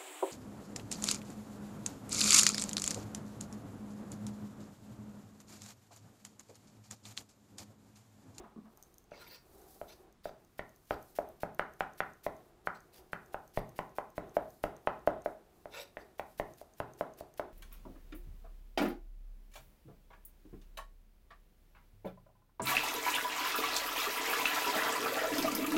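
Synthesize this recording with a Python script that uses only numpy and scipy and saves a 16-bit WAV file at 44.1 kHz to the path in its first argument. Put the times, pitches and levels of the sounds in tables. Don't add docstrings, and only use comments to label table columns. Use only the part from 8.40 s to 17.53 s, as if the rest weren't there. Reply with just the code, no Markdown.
import sys
import numpy as np
from scipy import signal
from scipy.fft import rfft, irfft
from scipy.io import wavfile

SR = 44100
rng = np.random.default_rng(int(sys.argv[2]) if len(sys.argv) > 2 else 0)


def attenuation_scalar(level_db):
    decades = np.asarray(level_db, float) / 20
    return 10 ** decades


def file_out(sig):
    cols = np.atleast_2d(sig).T
    lim = np.clip(cols, -1, 1)
    pcm = np.round(lim * 32767).astype(np.int16)
    wavfile.write(sys.argv[1], SR, pcm)


N = 402633


def rms_one(x):
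    return x / np.sqrt(np.mean(x ** 2) + 1e-20)


def in_time(rows, outside=None):
    s, *columns = np.transpose(rows)
    t = np.arange(N) / SR
    return [np.interp(t, s, column, outside, outside) for column in columns]


def at_hz(points, hz, column=1):
    points = np.array(points)
    return np.interp(np.log(hz), np.log(points[:, 0]), points[:, column])


def coloured(x, spectrum):
    hz = np.maximum(np.arange(N // 2 + 1) * SR / N, 1)
    skirt = np.minimum(hz / spectrum[0][0], 1) ** 2
    return rms_one(irfft(rfft(x) * attenuation_scalar(at_hz(spectrum, hz)) * skirt, N))


def drift(rate_hz):
    r = np.exp(-2 * np.pi * rate_hz / SR)
    wander = signal.lfilter([1], [1, -2 * r, r * r], rng.standard_normal(N + SR))
    return rms_one(wander[SR:])


def grains(per_s, spread_db):
    sizes = attenuation_scalar(spread_db * np.minimum(rng.exponential(1, N), 5))
    signs = rng.choice([-1, 1], N)
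    return sizes * signs * (rng.random(N) < per_s / SR)


def clicks_at(times, db):
    clicks = np.zeros(N)
    clicks[np.round(np.asarray(times) * SR).astype(int)] = attenuation_scalar(db)
    return clicks


def fading(clicks, fade_s):
    return signal.lfilter([1], [1, -np.exp(-1 / (fade_s * SR))], clicks + 1e-18)


def ring(clicks, hz, t60):
    r, w = attenuation_scalar(-60 / (t60 * SR)), 2 * np.pi * hz / SR
    return signal.lfilter([0, np.sin(w)], [1, -2 * r * np.cos(w), r * r], clicks + 1e-18)


def strike(times, db, modes, uneven_db, alternate=False):
    uneven = uneven_db * rng.standard_normal((len(times), len(modes))).T
    strengths = db + np.array(modes)[:, 1:2] + uneven
    out = np.zeros(N)
    for k, ((hz, _, t60), mode_db) in enumerate(zip(modes, strengths)):
        sign = (-1) ** (k * alternate)
        out += sign * ring(clicks_at(times, mode_db), hz, t60)
    return out


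# f/Hz, relative level per Hz/dB
AIR = [(12, -32), (20, 8), (234, 4), (357, -5.5), (780, -10), (1150, -7), (1370, -10), (2020, -14.5),
       (4000, -18), (8410, -22), (14300, -30), (16000, -23.5)]


def room_air():
    air, deep = rng.standard_normal((2, N))
    rumble = rms_one(signal.sosfilt(signal.butter(2, [20, 60], "band", fs=SR, output="sos"), deep))
    rumble_db = -81 + 1.4 * drift(9)
    return attenuation_scalar(-69) * coloured(air, AIR) + attenuation_scalar(rumble_db) * rumble


# t/s, middling level/dB
STIR = [(0.0, -54.5), (0.07, -68), (0.3, -70.5), (0.99, -74.5), (1.14, -63), (1.35, -65.5), (1.52, -69),
        (1.68, -66.5), (1.82, -92), (2.0, -84), (4.2, -70), (4.42, -73), (4.52, -64.5), (4.6, -60),
        (4.7, -69.5), (6.9, -84), (7.05, -71), (7.3, -70.5), (9.13, -72)]
# f/Hz, relative level per Hz/dB
SHUFFLE = [(59, -1), (100, -18), (238, -20), (355, 0), (529, -11), (776, -7.5), (934, -18), (1000, -16.5),
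           (3000, -35), (3900, -33), (6600, -120)]


def shuffling(rumble_db=-31.5, rise_s=0.03, fall_s=0.089):
    shuffle_db, = in_time(STIR)
    s, low_db = np.transpose(KNOCKS)[:2]
    t = np.arange(SR // 2) / SR
    swell = (1 - np.exp(-t / rise_s)) * np.exp(-t / fall_s)
    rumbling = signal.fftconvolve(clicks_at(s, low_db + rumble_db), swell)[:N]
    uneven = attenuation_scalar(2.3 * drift(6.2))
    return (attenuation_scalar(shuffle_db) + rumbling) * uneven * coloured(rng.standard_normal(N), SHUFFLE)


# t/s, middling level/dB
RUSTLING = [(0.0, -76), (0.2, -84), (0.4, -78), (1.04, -78), (1.15, -65.5), (1.27, -70), (1.55, -68),
            (1.68, -76.5), (1.74, -94), (1.9, -78)]
# f/Hz, relative level per Hz/dB
RUSTLE = [(1180, -35), (2000, -25), (4050, -2), (8000, -2), (11500, 1), (14300, 3), (16000, -2.5)]


def rustling():
    level_db, = in_time(RUSTLING)
    flicker_db, swing_db = 1.1 * drift(38), 3.5 * drift(3)
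    return attenuation_scalar(level_db + flicker_db + swing_db) * coloured(rng.standard_normal(N), RUSTLE)


# f/Hz, t60/s, relative level/dB
KITCHEN = [(66, 0.49, -21.5), (163.5, 0.37, -2), (490, 0.33, -16.5), (850, 0.33, -8), (1500, 0.33, -10.5),
           (2900, 0.31, -14.5), (6900, 0.23, -11.5), (14000, 0.49, -19.5)]


def kitchen(x, gap_s=0.002, rise_s=0.012):
    t = np.arange(SR * 3 // 4) / SR
    edges = 30 * 2 ** np.arange(0, 9.3, .5)
    white, tail = rng.standard_normal((2, len(t))), 0
    for k, (low, high) in enumerate(zip(edges, edges[1:])):
        band_filter = signal.butter(2, [low, high], "band", fs=SR, output="sos")
        band = signal.sosfilt(band_filter, white[k % 2])
        hz = np.sqrt(low * high)
        t60 = at_hz(KITCHEN, hz)
        fade = attenuation_scalar(at_hz(KITCHEN, hz, column=2) - 60 * t / t60)
        tail = tail + band * fade / np.sqrt(t60 * SR / 14)
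    tail = tail * np.clip((t - gap_s) / rise_s, 0, 1)
    return signal.fftconvolve(x, tail)[:N]


# t/s, thud level/dB, rattle level/dB
THUDS = [(0.0, -55, -76), (0.036, -48, -54.5), (0.161, -40, -79), (0.174, -45.5, -78), (0.184, -41.5, -76),
         (0.24, -73, -86), (0.256, -65, -63.5), (0.373, -74, -66.5)]
# f/Hz, relative level/dB, t60/s
THUD_MODES = [(195, -3.5, 0.057), (251, 1, 0.037), (323, -10, 0.055), (416, -10.5, 0.048),
              (1133, -15, 0.033)]
# f/Hz, relative level per Hz/dB
RATTLE = [(400, -3), (700, 4), (1250, 1.5), (1800, -10), (3000, -21), (5000, -32)]


def thuds():
    s, db, rattle_db = np.transpose(THUDS)
    rattle_level = fading(clicks_at(s, rattle_db), fade_s=0.035)
    rattle = rattle_level * coloured(rng.standard_normal(N), RATTLE)
    return strike(s, db, THUD_MODES, uneven_db=1.5, alternate=True) + rattle


# t/s, level/dB, extra level of the modes above 10 kHz/dB
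TICKS = [(0.374, -54, 2), (0.4264, -45, -4), (0.4356, -49, -19), (0.542, -52, -5), (0.5826, -48.5, -2),
         (0.6414, -58, -11), (1.2166, -57, -2), (1.726, -61.5, -1), (2.0486, -58, -5), (2.2933, -56, -4),
         (2.361, -57, 1), (2.4548, -62, -3), (2.6274, -54, 4), (2.8888, -58, 7), (3.1472, -53.5, 5),
         (3.3367, -52.5, -6), (3.535, -54, -7), (3.735, -56, -6), (3.966, -58, -9), (4.4052, -52.5, -7),
         (4.8607, -55.5, -6), (5.0777, -55.5, 0), (5.293, -51.5, -2), (5.494, -63, -10), (5.703, -56.5, -1),
         (5.8945, -58, -27), (6.105, -54, -3), (6.3658, -51, -10), (6.5933, -60, -18), (6.8203, -51, -15),
         (8.1367, -51, -11), (8.337, -53, -23), (8.536, -48.5, -11), (8.7374, -52, -14), (8.9398, -51, -8)]
# f/Hz, relative level/dB, t60/s
TICK_MODES = [(6340, 1.5, 0.0061), (8760, -13, 0.022), (12240, 6, 0.0017), (14650, -1.5, 0.0093)]


def ticks():
    s, db, top_db = np.transpose(TICKS)
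    upper = np.array(TICK_MODES)[:, :1] > 10000
    tick = strike(s, db + upper * top_db, TICK_MODES, uneven_db=1.5, alternate=True)
    return signal.sosfilt(signal.butter(3, 4000, "high", fs=SR, output="sos"), tick)


# f/Hz, width/Hz, relative level/dB
BLADE = [(458, 16, 3), (566, 40, -1.5), (926, 59, -3.5), (1435, 68, -7), (1800, 60, -17), (2270, 190, -6),
         (2680, 75, -8.5), (3660, 220, -9.5), (4190, 100, -13.5), (4710, 150, -7.5), (5610, 170, -15),
         (6100, 120, -12.5), (7820, 190, -20), (9370, 280, -15.5), (10960, 160, -20), (12000, 340, -10),
         (14500, 330, -23), (15100, 440, -14)]
# f/Hz, relative level per Hz/dB
RASP = [(180, -5), (300, -22), (915, -16), (1010, 1.5), (1140, -31), (1610, -0.5), (4090, -3.5),
        (8220, -28.5), (16000, -19)]


def blade_bands():
    slips = rms_one(grains(4000, spread_db=1.5)) * attenuation_scalar(0.99 * drift(70))
    bands = np.zeros((4, N))
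    for k, (hz, width_hz, db) in enumerate(BLADE):
        r = np.exp(-np.pi * width_hz / SR)
        feedback = [1, -2 * r * np.cos(2 * np.pi * hz / SR), r * r]
        mode = signal.lfilter([1 - r * r, 0, r * r - 1], feedback, slips)
        group = np.searchsorted([1000, 3400, 8500], hz)
        bands[group] += (-1) ** k * attenuation_scalar(db + 4 * drift(15)) * mode
    low, middle, high, top = map(rms_one, bands)
    return low, middle, high + attenuation_scalar(-4) * coloured(slips, RASP), top


# t/s, level/dB, lower resonances against it/dB
SCRAPES = [
    [(0.71, -70, -3), (0.718, -72, 15), (0.79, -63, -6.5), (0.822, -55.5, -6), (0.857, -66, -10),
     (0.872, -61.5, -6), (0.9, -60, -13), (0.92, -56.5, -4), (0.96, -57.5, -5.5), (0.985, -73, -2),
     (1.0, -88, -4)],
    [(7.3, -79, -3), (7.318, -66, -6), (7.342, -55, 4.5), (7.39, -53, 1.5), (7.434, -51, -10),
     (7.446, -79, -10), (7.5, -89, -4)],
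]
# start t/s, length/s, level at the end of that length/dB
GRAZES = [(1.485, .052, -62.5), (1.843, 0.053, -65), (2.514, .03, -60.5), (4.349, .025, -67),
          (4.526, 0.057, -71.5), (5.167, 0.027, -58.5), (7.589, 0.037, -71)]


def graze_rows(s, length, db, edge_s=0.007, span_db=20, swell_db=0.5, lower_db=-8):
    return [(s - edge_s, db - span_db, lower_db),
            (s, db - swell_db, lower_db),
            (s + length, db, lower_db),
            (s + length + edge_s, db - span_db, lower_db)]


def scrapes(squeak_db=1.5, top_db=-5, top_follows=0.37, graze_top_db=4.5):
    low, middle, high, top = blade_bands()
    lower = middle + attenuation_scalar(squeak_db) * low
    strokes = [(rows, 0) for rows in SCRAPES]
    strokes += [(graze_rows(*graze), graze_top_db) for graze in GRAZES]
    out = 0
    for rows, brighter_db in strokes:
        stroke_db, lower_db = in_time(rows, outside=-200)
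        stroke_top_db = top_db + top_follows * (stroke_db + 55) + brighter_db
        out = out + attenuation_scalar(stroke_db) * (high + attenuation_scalar(lower_db) * lower + attenuation_scalar(stroke_top_db) * top)
    return out


# start t/s, level/dB
CUTS = [(1.833, -58), (2.173, -62.5), (2.464, -70), (2.488, -66), (2.746, -56), (2.999, -59), (3.185, -55),
        (3.388, -58.5), (3.571, -60.5), (3.83, -56), (4.244, -64), (4.526, -63), (4.716, -60),
        (4.918, -63.5), (5.131, -59), (5.352, -60), (5.548, -63.5), (5.751, -60.5), (5.936, -61.5),
        (6.226, -51), (6.459, -67), (6.662, -55), (6.842, -57.5), (7.778, -58), (7.973, -57), (8.17, -64),
        (8.364, -65.5), (8.573, -61), (8.77, -60.5), (8.965, -59)]
# f/Hz, relative level per Hz/dB
CRUNCH = [(880, -29), (1500, -2), (5440, -1.5), (7840, -5), (8740, -3.5), (9750, -2), (12400, 0),
          (14800, 0.5), (16000, -1)]


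def crunch(rise_s=0.014, fall_s=0.0039, after_db=-9.5, after_s=0.022, longest_s=0.072, overrun_s=0.00067):
    t, level = np.arange(N) / SR, np.zeros(N)
    lands = np.array(KNOCKS)[:, 0]
    for s, db in CUTS:
        next_knock = lands[lands > s][0]
        length = min(next_knock - s + overrun_s, longest_s)
        near = slice(round(s * SR), round((s + .3) * SR))
        since = t[near] - s
        late = np.maximum(since - length, 0)
        ending = np.exp(-late / fall_s) + attenuation_scalar(after_db) * np.exp(-late / after_s)
        level[near] += attenuation_scalar(db) * np.clip(since / rise_s, 0, 1) * ending
    bursts = rms_one(grains(7000, spread_db=2)) * attenuation_scalar(3 * drift(110))
    return level * coloured(bursts, CRUNCH)


# f/Hz, relative level per Hz/dB
SPLAT = [(600, -25), (1200, 9.5), (2500, 6.5), (4000, -6), (6000, -24), (9000, -43), (16000, -37)]


def squash(splat_db=-14.5, fade_s=0.0032):
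    s, _, _, upper_db, _ = np.transpose(KNOCKS)
    level = fading(clicks_at(s, upper_db + splat_db), fade_s)
    return level * coloured(rng.standard_normal(N), SPLAT)


# f/Hz, relative level/dB, t60/s
COUNTER = [(29.1, -0.5, 0.18), (77, -3, 0.16), (122.6, -2.5, 0.074), (172.4, 6.5, 0.034), (254, -17, 0.39)]
THUMP_FOLLOWS = [0.61, 0.22]


def counter_thump(middling_db=-53.5):
    s, low_db, middle_db, _, _ = np.transpose(KNOCKS)
    swing = [low_db - low_db.mean(), middle_db - middle_db.mean()]
    thump = strike(s, middling_db + np.dot(THUMP_FOLLOWS, swing), COUNTER, uneven_db=5.5)
    return signal.sosfilt(signal.butter(2, 263, fs=SR, output="sos"), thump)


# t/s, level of lowest, middle and upper modes/dB (three columns),
# f/Hz favoured by the spot struck
KNOCKS = [(0.7181, -34, -60, -51, 1390), (0.7333, -50, -65, -60, 1390), (1.4144, -29.5, -50, -43, 1100),
          (1.8556, -25.5, -46, -37, 1250), (1.893, -41, -50, -48, 1260), (2.1931, -30, -36, -21, 1900),
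          (2.5084, -16.5, -26, -26, 1340), (2.7871, -19.5, -39, -41.5, 1360),
          (3.0331, -21, -28.5, -32.5, 1500), (3.1949, -26.5, -25, -21, 1500),
          (3.407, -26, -25.5, -21, 1500), (3.6044, -29, -28, -18, 1850), (3.8651, -19.5, -29, -28.5, 1850),
          (4.2726, -31.5, -30.5, -26, 1500), (4.732, -35.5, -36, -26.5, 1500),
          (4.9442, -34.5, -28.5, -31, 1320), (5.1741, -20, -29.5, -28.5, 1850),
          (5.3903, -24, -25.5, -27, 1850), (5.5846, -24.5, -27.5, -30.5, 1230),
          (5.78, -18, -32.5, -33.5, 1320), (5.968, -17.5, -33.5, -32.5, 1360),
          (6.239, -14.5, -27.5, -25, 1080), (6.473, -19, -20, -20.5, 1130),
          (6.6743, -14.5, -26.5, -26.5, 1300), (6.8601, -20, -41.5, -37, 1420),
          (7.2564, -32.5, -45, -45.5, 1600), (7.57, -31, -40.5, -31.5, 1800),
          (7.7957, -30.5, -29.5, -27.5, 1850), (7.9981, -19.5, -30, -28.5, 1850),
          (8.2142, -38, -75, -69, 1500), (8.402, -20, -27.5, -31.5, 1280), (8.6099, -23, -30, -35.5, 1310),
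          (8.8085, -31.5, -60, -63.5, 1150), (8.9961, -19.5, -30, -32, 1330)]
# f/Hz, relative level/dB, t60/s
BOARD = [(303.8, -15.5, 0.14), (423, -26, 0.21), (494, -26.5, 0.16), (632, -1, 0.026), (670, -12, 0.029),
         (793, -4, 0.041), (874, -12, 0.062), (1024, -4, 0.019), (1278, -6.5, 0.026), (1455, 4.5, 0.0083),
         (1850, -1.9, 0.0097), (2480, -46, 0.016), (2770, -6, 0.0036)]


def board_knocks(middle_from_hz=660, upper_from_hz=1140, spot_db=70, contact_hz=2060, radiate_hz=411):
    s, low_db, middle_db, upper_db, spot_hz = np.transpose(KNOCKS)
    hz = np.array(BOARD)[:, :1]
    octaves_off = np.log2(hz / spot_hz)
    spot_upper_db = upper_db - spot_db * np.minimum(octaves_off, .4) ** 2
    db = np.where(hz < upper_from_hz, middle_db, spot_upper_db)
    db = np.where(hz < middle_from_hz, low_db, db)
    board = strike(s, db, BOARD, uneven_db=2.5)
    board = signal.sosfilt(signal.bessel(5, contact_hz, fs=SR, norm="mag", output="sos"), board)
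    return signal.sosfilt(signal.butter(3, radiate_hz, "high", fs=SR, output="sos"), board)


def scene():
    knocks = squash() - board_knocks() - counter_thump()
    work = knocks + crunch() + scrapes() + thuds()
    tick = ticks()
    echoes = attenuation_scalar(6) * kitchen(work + attenuation_scalar(-4.5) * tick)
    background = room_air() + shuffling() + rustling()
    return (work + tick + echoes + background)[None]


def roll_off(x):
    return signal.sosfilt(signal.butter(12, 16510, fs=SR, output="sos"), x)


def record(dry):
    cut = signal.sosfilt(signal.cheby2(12, 50, 16300, fs=SR, output="sos"), dry)
    return roll_off(cut)


dry = scene()
out = record(dry)
file_out(out)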